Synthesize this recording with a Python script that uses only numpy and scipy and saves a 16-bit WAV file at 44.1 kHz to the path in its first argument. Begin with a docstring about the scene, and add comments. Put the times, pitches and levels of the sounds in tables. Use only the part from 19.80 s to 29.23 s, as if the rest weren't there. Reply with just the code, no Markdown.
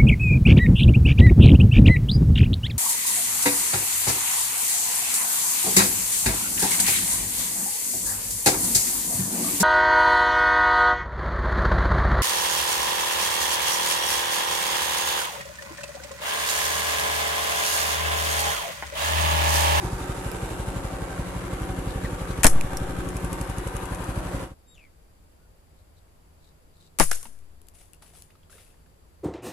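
"""Slingshot shots by an engine and a pond

Two outdoor shots: a single-cylinder engine chugs close by during the first, then cuts off; the second hits a pond.
Each is noise bursts for release, rush, crack, flap and pouch slap, with a gust and a short low ring falling in pitch.
The engine is gas pulses through a ringing pipe plus near-repeating casing noise; the bird is gliding harmonics.
Grainy noise makes the water's splashes, decaying sines its bubbles; ticks, rustles, soft air and echoes surround them.
"""
import sys
import numpy as np
from scipy import signal
from scipy.fft import rfft, irfft
from scipy.io import wavfile
from scipy.ndimage import uniform_filter1d

SR = 44100
rng = np.random.default_rng(int(sys.argv[2]) if len(sys.argv) > 2 else 0)


def transcribe(signal):
    """Save signal, clipped to [-1, 1], as a 16-bit WAV file at the path in sys.argv[1]."""
    frames = np.atleast_2d(signal).T
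    limited = np.clip(frames, -1, 1)
    pcm = np.round(limited * 32767).astype(np.int16)
    wavfile.write(sys.argv[1], SR, pcm)


N = 415863
T = np.arange(N) / SR
HZ = np.fft.rfftfreq(N, 1 / SR)
SILENT_S = 4.745  # the engine is gone from here on

# the two shots: start_s, release_db, release_left_right_db, rush_db, crack_db, flap_db, slap_db, slap_decay_s,
# gust_db, pressure_db, low_ring_db, gust_left_right_db
SHOTS = [(2.6433, -15, 5, -20, -6, -19.5, -7, 0.0031, -9, -6, -21, 3),
         (7.1981, -20.5, 7.5, -27.5, -10, -22, -23.5, 0.003, -15.5, -14.5, -20, 11.5)]
# bright colour of snapping rubber and of spray: frequency_hz, relative_db
BRIGHT = [(1500, -21), (3000, -9.5), (4200, -8), (7500, -1), (9300, 1.5), (11500, -5), (13000, -11.5),
          (15000, -16.5)]
# dull colour of a splash's body and of a drop's tap: frequency_hz, relative_db
PLOP = [(150, -11), (450, 1.5), (950, -7.5), (1600, -6), (2800, -4), (5000, -11), (9000, -18)]


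def amp(db):
    """Decibels to gain."""
    return 10 ** (np.asarray(db) / 20)


def unit(x):
    """Scales to rms 1."""
    return x / np.sqrt(np.mean(x ** 2) + 1e-20)


def read(points, hz):
    """Reads a spectrum on a log-frequency axis."""
    f, value = np.transpose(points)
    return np.interp(np.log(hz + 1), np.log(f + 1), value)


def add(mix, s, sound):
    """Mixes a sound in at time s."""
    part = mix[..., max(round(s * SR), 0):][..., :sound.shape[-1]]
    part += sound[..., :part.shape[-1]]


def pan(db):
    """Left and right gains for a level difference; positive is left."""
    return amp([[db / 2], [-db / 2]])


def peaks_db(modes):
    """Lift of a set of resonances at every frequency."""
    return sum(db / (1 + (2 * (HZ - hz) / width) ** 2) for hz, width, db in modes)


def high_pass(order, hz):
    """Butterworth sections that take away the bass."""
    return signal.butter(order, hz, "high", fs=SR, output="sos")


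def spread(two, colour_db, side):
    """Colours two signals and uses them as the middle and the sides of a stereo field."""
    z = rfft(two) * amp(colour_db)
    mid = irfft(z[0], N)
    wide = irfft(z[1] * amp(read(side, HZ)), N)
    return np.array([mid + wide, mid - wide]) / np.std(mid)


def burst(colour, rise, decay, wide_hz=1500, size=16384):
    """Coloured noise that swells and dies; mainly its treble differs between the ears."""
    t, hz = np.arange(size) / SR, np.fft.rfftfreq(size, 1 / SR)
    z = rfft(rng.standard_normal((2, size))) * amp(read(colour, hz))
    mid = irfft(z[0])
    wide = irfft(z[1] * hz / (hz + wide_hz))
    shape = np.minimum(t / rise, 1) * np.exp(-np.maximum(t - rise, 0) / decay)
    return np.array([mid + wide, mid - wide]) / np.std(mid) * shape


def ragged(db, grain_s, size):
    """A gain of rms 1 that breaks a sound into grains."""
    grains = uniform_filter1d(rng.standard_normal(size), max(round(grain_s * SR), 1))
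    return unit(amp(db * unit(grains)))


def firings(uneven_db=1.0):
    """Times and fuel (dB) of the firings, and the phase of the cycle at every sample."""
    # engine speed, held from each time on: start_s, firings_per_s
    speed = [(.05, 12.05), (.465, 11.93), (1.052, 11.59), (1.397, 11.86), (1.903, 11.64), (2.848, 11.74),
             (3.785, 11.95), (4.036, 11.71)]
    # spells in which the hunting governor starves every second firing: first_s, last_s, deepest_db
    hunts = [(.22, .72, -8), (1.14, 1.65, -9.5), (2.93, 3.27, -5.5), (4.04, 4.21, -7), (4.46, 4.63, -7)]
    start, rate = np.transpose(speed)
    turns = np.cumsum(rate[np.maximum(np.searchsorted(start, T) - 1, 0)]) / SR
    turns -= np.interp(start[0], T, turns)  # a firing falls on the first listed time
    times = np.interp(np.arange(turns[-1]), turns, T)
    fuel_db = uneven_db * rng.standard_normal(len(times))
    for first, last, db in hunts:
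        lean = np.arange(np.argmin(abs(times - first)), np.argmin(abs(times - last)) + 1, 2)
        fuel_db[lean] += db * np.sin(np.pi * np.arange(1, len(lean) + 1) / (len(lean) + 1))
    running = times < SILENT_S
    return times[running], fuel_db[running], turns % 1


def exhaust(times, fuel_db, low_hz=32, wobble=0.052):
    """Each firing pushes out unevenly spaced gas pulses; the open pipe rings and radiates no steady flow."""
    # gas pulses of one cycle: after_exhaust_opens_s, relative_db, half_width_s, share_following_fuel (0-1)
    puffs = [(-.0108, -31.5, 0.00088, 0.4), (0, -17.5, 0.0016, 1.), (0.0176, -21, 0.0051, .6),
             (.039, -33.5, 0.0039, 0.7)]
    # resonances of the exhaust pipe: frequency_hz, width_hz, relative_db
    pipe = [(46, 20, -3), (103, 64, -3.5)]
    flow, t = np.zeros(N), np.arange(-900, 900) / SR
    for s, fuel in zip(times, fuel_db):
        for (delay, db, width, share), chance in zip(puffs, rng.standard_normal(len(puffs))):
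            pulse = amp(db + share * fuel) * np.exp(-(t / width) ** 2)
            add(flow, s + delay * (1 + wobble * chance) + t[0], pulse)
    ringing = sum(amp(db) * signal.lfilter(*signal.iirpeak(hz, hz / width, SR), flow)
                  for hz, width, db in pipe)
    return signal.sosfiltfilt(high_pass(1, low_hz), flow + ringing)


def clatter(times, phase, treble_db, alike=0.59, throb_db=0.83, hiss_throb_db=1.6, grain_db=1.5, size=3750):
    """Gears and valves strike the casing in nearly the same order every cycle; gas hisses as the exhaust opens."""
    # overall colour of the mechanical noise: frequency_hz, relative_db
    colour = [(25, -9.5), (70, -4), (130, -1.5), (185, -5), (220, -13), (337, -5.5), (412, -7.5),
              (543, -6.5), (690, -15.5), (1200, -12), (2500, -24), (5200, -35), (8000, -30.5), (11500, -35),
              (15000, -50)]
    # ringing of the casing and panels: frequency_hz, width_hz, lift_db
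    casing = [(178, 15, 5.5), (178, 13, 4.5), (275.5, 37, 8), (346, 61, 7.5), (550.4, 81, 4.5),
              (768.7, 65, 10.5), (912.7, 61, 7), (980, 50, 2), (1156, 70, 1), (1420, 20, 2.5),
              (1562, 31, 6.5), (2770, 110, 2)]
    # stereo width of the engine: frequency_hz, side_to_mid_db
    side = [(60, -17.5), (110, -12.5), (200, -16), (380, -12), (690, -4.5), (1280, -2), (2350, -1.5),
            (4340, 1), (7990, 0.5), (14700, 3.5)]
    pattern, repeated = rng.standard_normal((2, size)), np.zeros((2, N))
    for s in np.r_[0, times]:
        add(repeated, s, pattern)
    share = np.clip(alike, 0, 1) / (1 + (HZ / 1100) ** 2)  # the slow motions repeat best
    grains = unit(uniform_filter1d(rng.standard_normal(N), size=130))
    fresh = unit(rng.standard_normal((2, N)) * amp(grain_db * grains))
    drive = irfft(rfft(repeated) * np.sqrt(share) + rfft(fresh) * np.sqrt(1 - share), N)
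    less_bass_db = -3 / (1 + (HZ / 900) ** 2)
    sound = spread(drive, read(colour, HZ) + peaks_db(casing) + less_bass_db, side)
    hiss = irfft(rfft(sound) / (1 + (3000 / (HZ + 1)) ** 4), N)  # the part above about 3 kHz
    throb = np.cos(2 * np.pi * (phase - .04))  # strongest just after each firing
    return (sound - hiss) * amp(throb_db * throb) + hiss * amp(treble_db + hiss_throb_db * throb)


def drift(x, patchy_db=2.25, patch_hz=130, patch_s=0.4):
    """Narrow bands slowly swell and sink, so the colour never sits still."""
    z = signal.stft(x, SR, nperseg=2048)[2]
    bins = max(round(patch_hz * z.shape[1] / (SR / 2)), 1)
    frames = max(round(patch_s * z.shape[2] / T[-1]), 1)
    field = uniform_filter1d(rng.standard_normal(z.shape), bins, axis=1)
    field = uniform_filter1d(field, frames, axis=2)
    return signal.istft(z * amp(patchy_db * unit(field)), SR)[1][:, :N]


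def engine(exhaust_db=-0.5, clatter_db=-36.5, cut_s=4.629, cut_db_per_s=177):
    """Exhaust thumps and casing clatter hold one overall gain, then fade fast and are gone."""
    # level and direction of the engine's treble: time_s, treble_db, left_right_db
    hiss_path = [(0, 3.5, -6.5), (0.749, 3.5, -2.5), (1.2, 0.5, -4.5), (2.4, .5, 1), (4.6, 0, 3)]
    times, fuel_db, phase = firings()
    level = amp(-cut_db_per_s * np.maximum(T - cut_s, 0)) * np.clip((SILENT_S - T) / 0.01, 0, 1)
    s, *columns = np.transpose(hiss_path)
    treble_db, side_db = (np.interp(T, s, c) for c in columns)
    both_db = np.array([treble_db + side_db / 2, treble_db - side_db / 2])
    casing = drift(clatter(times, phase, both_db))
    return level * (amp(exhaust_db) * exhaust(times, fuel_db) + amp(clatter_db) * casing)


def air(level_db=-56):
    """Low rumble, a faint steady low hum and soft hiss: steady coloured noise all through."""
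    # colour of the open air: frequency_hz, relative_db
    colour = [(20, -3), (45, -1.5), (90, -3.5), (120, -16), (160, -14), (220, -17), (350, -18.5),
              (500, -19.5), (790, -24.5), (1500, -30.5), (3350, -36.5), (6000, -40), (7800, -35),
              (9200, -42), (11000, -37.5), (12500, -41.5), (15000, -41.5)]
    # narrow bands that stand out: frequency_hz, width_hz, lift_db
    bands = [(88.8, 31, 2), (156.9, 14, 9), (1550, 180, -0.5), (4710, 310, 6.5)]
    # stereo width of the air: frequency_hz, side_to_mid_db
    side = [(60, -8), (110, -16.5), (200, -5), (380, -4), (690, 1), (1280, 2), (2350, 0), (4340, 0.5),
            (7990, 0.5), (14700, 2)]
    return amp(level_db) * spread(rng.standard_normal((2, N)), read(colour, HZ) + peaks_db(bands), side)


def ticks():
    """Sharp clicks (noise) and knocks (decaying sine); a run of dry ticks slows and fades out."""
    # single sharp clicks, of loose gear and, just after the first shot, of the pouch knocking back against the
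    # fork: start_s, click_peak_db (rough), knock_db, knock_hz, left_right_db
    clicks = [(0.516, -27, -35, 2595, -13), (2.8107, -19.5, -24, 2480, -10), (2.9708, -18.5, -22, 5630, -2),
              (2.9745, -28, -32, 5300, -2), (7.589, -48, -62, 5500, 6), (7.8163, -47, -68, 5500, 10),
              (7.8695, -48, -66, 5500, 6), (7.8853, -39, -60, 5500, 10), (8.1335, -40, -50, 2870, 10),
              (8.146, -47, -60, 2870, 6), (8.422, -33, -44, 5000, -3)]
    # colour of those clicks: frequency_hz, relative_db
    click_colour = [(1000, -18), (2600, -3), (4000, -4.5), (6500, 0), (11000, 3), (15000, -9)]
    # the run of ticks: start_s, level_db
    run = [(3.186, -44), (3.2873, -38), (3.3667, -35), (3.446, -38), (3.5286, -34), (3.611, -33.5),
           (3.6982, -40), (3.782, -36), (3.8733, -37.5), (3.965, -35.5), (4.0548, -39.5), (4.1463, -38),
           (4.2408, -42)]
    # colour of those ticks: frequency_hz, relative_db
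    tick_colour = [(1000, -19), (2600, 2), (4000, -11), (6500, -0.5), (11000, 0.5), (13000, -15),
                   (15000, -24)]
    out = np.zeros((2, N))
    for s, db in run:
        add(out, s, pan(-1.5) * amp(db) * burst(tick_colour, rise=0.0017, decay=0.0035))
    t = np.arange(2048) / SR
    for s, db, knock_db, knock_hz, side_db in clicks:
        knock = np.sin(2 * np.pi * knock_hz * t) * np.exp(-t / 0.0013)
        click = burst(click_colour, rise=0.00053, decay=0.001)
        add(out, s, pan(side_db) * amp(db - 6) * click)  # 6 dB from peak to rms
        add(out, s, pan(side_db) * amp(knock_db) * knock)
    return out


def rustles(grain_db=-4.5, side_db=3):
    """Short, thin, grainy swells of noise while the bands are held taut."""
    # faint rustles while aiming: start_s, length_s, level_db
    swells = [(2.058, 0.1, -50), (2.202, 0.1, -48.5), (2.365, 0.07, -48), (2.468, 0.077, -49),
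              (5.951, 0.097, -72), (6.15, 0.067, -67.5), (6.576, 0.17, -65), (6.923, 0.067, -66.5),
              (6.957, 0.16, -60)]
    # colour of the rustling: frequency_hz, relative_db
    colour = [(2500, -20), (3300, -12), (3900, 0.5), (4400, -7), (5400, -12), (6700, -15), (8000, -9.5),
              (9500, -22)]
    level = np.zeros(N)
    for s, length, db in swells:
        add(level, s, amp(db) * np.hanning(round(length * SR)))
    noise = rng.standard_normal((2, N)) * ragged(grain_db, .003, N)
    grains = irfft(rfft(noise) * amp(read(colour, HZ)), N)
    return pan(side_db) * level * unit(grains)


def bird(rasp=0.055, flutter_db=9, flutter_s=0.0022, third_db=-13.5):
    """Gliding whistle with octave and third harmonic; jitter and flutter make it raspy; one short hiss apart."""
    # the calls, one list each: time_s, pitch_hz, level_db, roughness (0-1), octave_db
    calls = [
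        [(2.232, 2050, -50, .4, -20), (2.256, 1954, -36.5, 0.6, -22), (2.272, 1600, -47, .4, -20),
         (2.285, 1470, -56, 0.5, -20)],
        [(4.85, 3720, -83, 0.02, -19.5), (4.885, 3720, -61, 0, 5), (4.935, 3770, -59, 0, -4),
         (4.955, 3400, -64, 0.73, -1), (4.975, 2740, -54, 0.6, -20), (5.01, 2503, -57, 0.65, -28),
         (5.055, 2225, -58, 0.62, -26), (5.087, 1950, -68, .6, -24)],
        [(5.585, 1386, -77.5, 0.26, -25), (5.63, 1500, -70, .2, -25), (5.67, 1378, -73, .2, -25)],
    ]
    # a short hiss before the second call: frequency_hz, relative_db
    hiss_colour = [(2000, -22), (3400, -3), (4400, -21), (5800, -17), (7200, 5), (9000, -17), (11000, -6),
                   (14000, -17)]
    out = np.zeros((2, N))
    for call in calls:
        s, *columns = np.transpose(call)
        t = np.arange(s[0], s[-1], 1 / SR)
        hz, db, rough, octave_db = (np.interp(t, s, c) for c in columns)
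        jitter = unit(uniform_filter1d(rng.standard_normal(len(t)), size=40))
        angle = 2 * np.pi * np.cumsum(hz * (1 + rasp * rough * jitter)) / SR
        overtones = np.sin(2 * angle) + amp(third_db) * np.sin(3 * angle)  # third set against the octave
        tone = np.sin(angle) + amp(octave_db) * overtones
        add(out, s[0], pan(3.3) * amp(db) * tone * ragged(flutter_db * rough, flutter_s, len(t)))
    add(out, 4.2, amp(-56.5) * burst(hiss_colour, rise=.012, decay=0.054))
    return out


def snap(db, body_db, decay, rise=0.0007, grain_db=2.0):
    """Rubber strikes: a bright crack over a duller, longer, ragged body."""
    # colour of the body: frequency_hz, relative_db
    body_colour = [(100, -11), (250, -4), (850, -6.5), (1300, -2), (2000, -4), (2700, -7), (4000, -18),
                   (8000, -32)]
    body = burst(body_colour, 0.0026, 2.0 * decay)
    body = body * ragged(grain_db, 0.0022, body.shape[1])
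    return amp(db) * (burst(BRIGHT, rise, decay) + amp(body_db) * body)


def slingshot():
    """The bands are let go, rush forward, crack and flap; then the empty pouch slaps back."""
    out = np.zeros((2, N))
    for s, release_db, release_side_db, rush_db, crack_db, flap_db, slap_db, slap_decay, *_ in SHOTS:
        add(out, s - .0108, pan(release_side_db) * snap(release_db, body_db=-7, decay=0.0011))
        add(out, s - 0.01, pan(0) * snap(rush_db, body_db=-6.5, decay=0.0056, rise=0.0058))
        add(out, s, pan(-5) * snap(crack_db, body_db=-7, decay=0.0017))
        add(out, s + .0105, pan(1.5) * snap(flap_db, body_db=2, decay=0.0027))
        add(out, s + .0232, pan(-3.5) * snap(slap_db, body_db=-12.5, decay=slap_decay, rise=0.00079))
    return out


def gusts(lag=.002, rise=0.0044, decay=0.011, swing_hz=4.1, settle=0.14, ring_hz=180,
          fall_share=0.27, fall_s=.045, ring_decay=0.02, grain_db=2):
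    """The pouch's wake buffets each port, whose pressure swings slowly back; a short low ring falls in pitch."""
    # colour of the wake on the microphone: frequency_hz, relative_db
    colour = [(30, -6.5), (90, -9.5), (125, -10.5), (185, 8), (300, -2), (500, -0.5), (750, -3.5),
              (1100, -5.5), (1900, -11), (4000, -30.5)]
    out, t = np.zeros((2, N)), np.arange(SR) / SR
    turns = np.cumsum(ring_hz * (1 - fall_share * (1 - np.exp(-t / fall_s)))) / SR
    ring = np.sin(2 * np.pi * turns) * np.exp(-t / ring_decay)
    swing_turns = swing_hz * settle * 1.6 * (1 - np.exp(-t / settle))  # the swing slows as it settles
    swing = -np.cos(2 * np.pi * swing_turns) * np.exp(-t / settle)
    push = swing * (1 - np.exp(-t / 0.0021))
    for s, *_, db, push_db, ring_db, side_db in SHOTS:
        wake = burst(colour, rise, decay, wide_hz=250)
        add(out, s + lag, pan(side_db) * amp(db) * wake * ragged(grain_db, 0.0042, wake.shape[1]))
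        add(out, s + lag + 0.0047, pan(0.65 * side_db) * amp(push_db) * push)
        add(out, s + lag + 0.0036, pan(0.65 * side_db) * amp(ring_db) * ring)
    return out


def scatter(x, share=1, grain_db=4.5, onset=0.0067, far_db=-19, far_t60_s=.8):
    """A crackly tail of small echoes and a faint late far-bank return, different at each ear; share scales its length."""
    # scatter from ground and leaves: frequency_hz, t60_s at share 1
    tail_t60 = [(150, .07), (1000, 0.068), (3000, 0.13), (5000, 0.25), (8000, 0.32), (11000, 0.36),
                (14000, 0.25)]
    grains = np.array([ragged(grain_db, 0.0024, SR) for _ in range(2)])
    echoes = rng.standard_normal((2, SR)) * grains
    hz, t, z = signal.stft(echoes, SR, nperseg=256)
    near = amp(-60 * t / (share * read(tail_t60, hz)[:, None]))
    far = amp(far_db - 60 * t / (share * far_t60_s))
    tail = signal.istft(z * (near + far) * np.minimum(t / onset, 1), SR, nperseg=256)[1]
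    return signal.fftconvolve(x, tail / np.linalg.norm(tail[0]), axes=1)[:, :N]


def trunks(x, low_hz=1200):
    """Near trunks throw back separate echoes of the treble."""
    # echoes from the nearest trunks at the pond: delay_s, level_db, left_right_db
    echoes = [(.0045, -15, -12), (.0085, -12, 5), (0.013, -14, 2), (0.019, -11, 3), (.029, -19, -11)]
    out, treble = np.zeros((2, N)), signal.sosfilt(high_pass(1, low_hz), x)
    for delay, db, side_db in echoes:
        add(out, delay, pan(side_db) * amp(db) * treble)
    return out


def bubble(hz, decay, glide=0.225):
    """A pocket of air rings, rising in pitch as it surfaces."""
    t = np.arange(0, 7 * decay, 1 / SR)
    turns = np.cumsum(hz * (1 + glide * np.tanh(t / (3 * decay)))) / SR
    return np.sin(2 * np.pi * turns) * np.exp(-t / decay) * (1 - np.exp(-t / 0.00032))


def splash(spray_db, body_db, rise, decay, grain_db=4.0, plop_db=1, cycles=2.7, count=26):
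    """Grainy spray with a scatter of small plops."""
    out = amp(spray_db) * burst(BRIGHT, rise, decay) + amp(body_db) * burst(PLOP, rise, decay)
    out *= ragged(grain_db, 0.0011, out.shape[1])
    for when, pitch, size, side in rng.random((count, 4)):
        hz = 600 * 6 ** pitch
        plop = amp(body_db + plop_db) * size * bubble(hz, cycles / hz)
        add(out, when * (rise + 2 * decay), pan(12 * (side - .5)) * plop)
    return out


def water(strike_rise=0.00074, spray_rise=0.0034, splash_side_db=1):
    """The strike and its spray, later splashes, and drops that tap and ring as bubbles."""
    # the shot strikes the pond and its cavity slaps shut: start_s, treble_db, body_db, decay_s, left_right_db
    strikes = [(7.3127, -19.5, -27.5, .0018, -6), (7.3156, -23.5, -24, .0022, 1)]
    # treble of the strike: frequency_hz, relative_db
    treble_colour = [(3800, -18), (5500, 2), (7000, -1), (9000, 3.5), (11500, -6), (13500, -20),
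                     (15000, -30)]
    # body of the strike: frequency_hz, relative_db
    body_colour = [(200, -6), (600, -1), (1600, -1), (2800, -3), (4000, -12), (9000, -27)]
    # later splashes, the longer the softer their start: start_s, spray_db, body_db, decay_s
    splashes = [(7.428, -36, -53, 0.003), (7.451, -60, -51, 0.0052), (7.935, -58.5, -65, 0.023),
                (7.965, -60, -61.5, 0.046), (8.215, -58, -57, 0.014), (8.25, -62.5, -60, 0.029),
                (8.324, -56.5, -58.5, 0.048), (8.695, -56, -60, 0.032), (8.74, -64, -61, 0.082)]
    # bubbles and drops falling back: start_s, starting_pitch_hz, ring_db, decay_s
    bubbles = [(7.454, 870, -37, 0.0057), (7.458, 217, -49, 0.029), (8.009, 673, -58, .005),
               (8.139, 2580, -50, 0.0033), (8.222, 1280, -49, 0.0033), (8.228, 810, -47, .004),
               (8.336, 665, -51, 0.0052), (8.354, 1250, -54, .004), (8.503, 1930, -52.5, 0.0024),
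               (8.506, 2640, -51.5, 0.0021), (8.553, 1194, -53, 0.005), (8.632, 3090, -54, 0.0027),
               (8.697, 1270, -49.5, .005), (8.727, 1520, -48, 0.0069), (8.742, 520, -53, 0.0065),
               (8.753, 416, -50, 0.0093), (8.757, 2400, -56, .003), (8.781, 1260, -49, .004),
               (8.786, 2000, -52, .005), (8.864, 2450, -57, .004), (8.903, 2480, -57, .004),
               (8.94, 1730, -60, 0.0046), (9.061, 1580, -55.5, .0035)]
    out = np.zeros((2, N))
    for s, treble_db, body_db, decay, side_db in strikes:
        treble = amp(treble_db) * burst(treble_colour, strike_rise, decay)
        body = amp(body_db) * burst(body_colour, strike_rise, decay)
        add(out, s, pan(side_db) * (treble + body))
    spray = splash(-46, -45.5, spray_rise, decay=0.037, grain_db=3, plop_db=-13)
    add(out, strikes[0][0] + 0.0053, pan(-11) * spray)
    for s, spray_db, body_db, decay in splashes:
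        add(out, s, pan(splash_side_db) * splash(spray_db, body_db, 0.73 * decay, decay))
    for s, hz, db, decay in bubbles:
        add(out, s, amp(db) * bubble(hz, decay))
        add(out, s, amp(db - 8.5) * burst(PLOP, .0006, 0.0055))  # wet tap
    return out


def scene():
    """All sources with their echoes; the field's tail is shorter and weaker, and leaves throw back little bass."""
    shots, clicks, pond, calls = slingshot(), ticks(), water(), bird()
    second = shots * (T >= SILENT_S)
    first = shots - second
    wet = scatter(amp(-10) * first + amp(-14) * clicks, share=0.41)  # open field
    wet += scatter(amp(-4) * second + amp(-3.5) * pond + amp(-8) * calls)  # trees at the pond
    wet = signal.sosfilt(high_pass(1, 900), wet)
    direct = engine() + air() + rustles() + gusts() + shots + clicks + pond + calls
    return direct + trunks(second) + pan(5) * wet


def record(dry):
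    """The microphone ports colour the treble, the loudest peaks overload the input; then the band limit."""
    # resonance of the left and right microphone port: frequency_hz, width_hz, lift_db
    ports = [(10850, 1400, 8), (11100, 2800, -4.5)]
    heard = irfft(rfft(dry) * amp([peaks_db([port]) for port in ports]), N)
    band_limit = signal.firwin(511, 15400, window=("kaiser", 9), fs=SR)  # cutoff in Hz
    return signal.oaconvolve(np.clip(heard, -1, 1), band_limit[None], "same")


dry = scene()
out = record(dry)
transcribe(out)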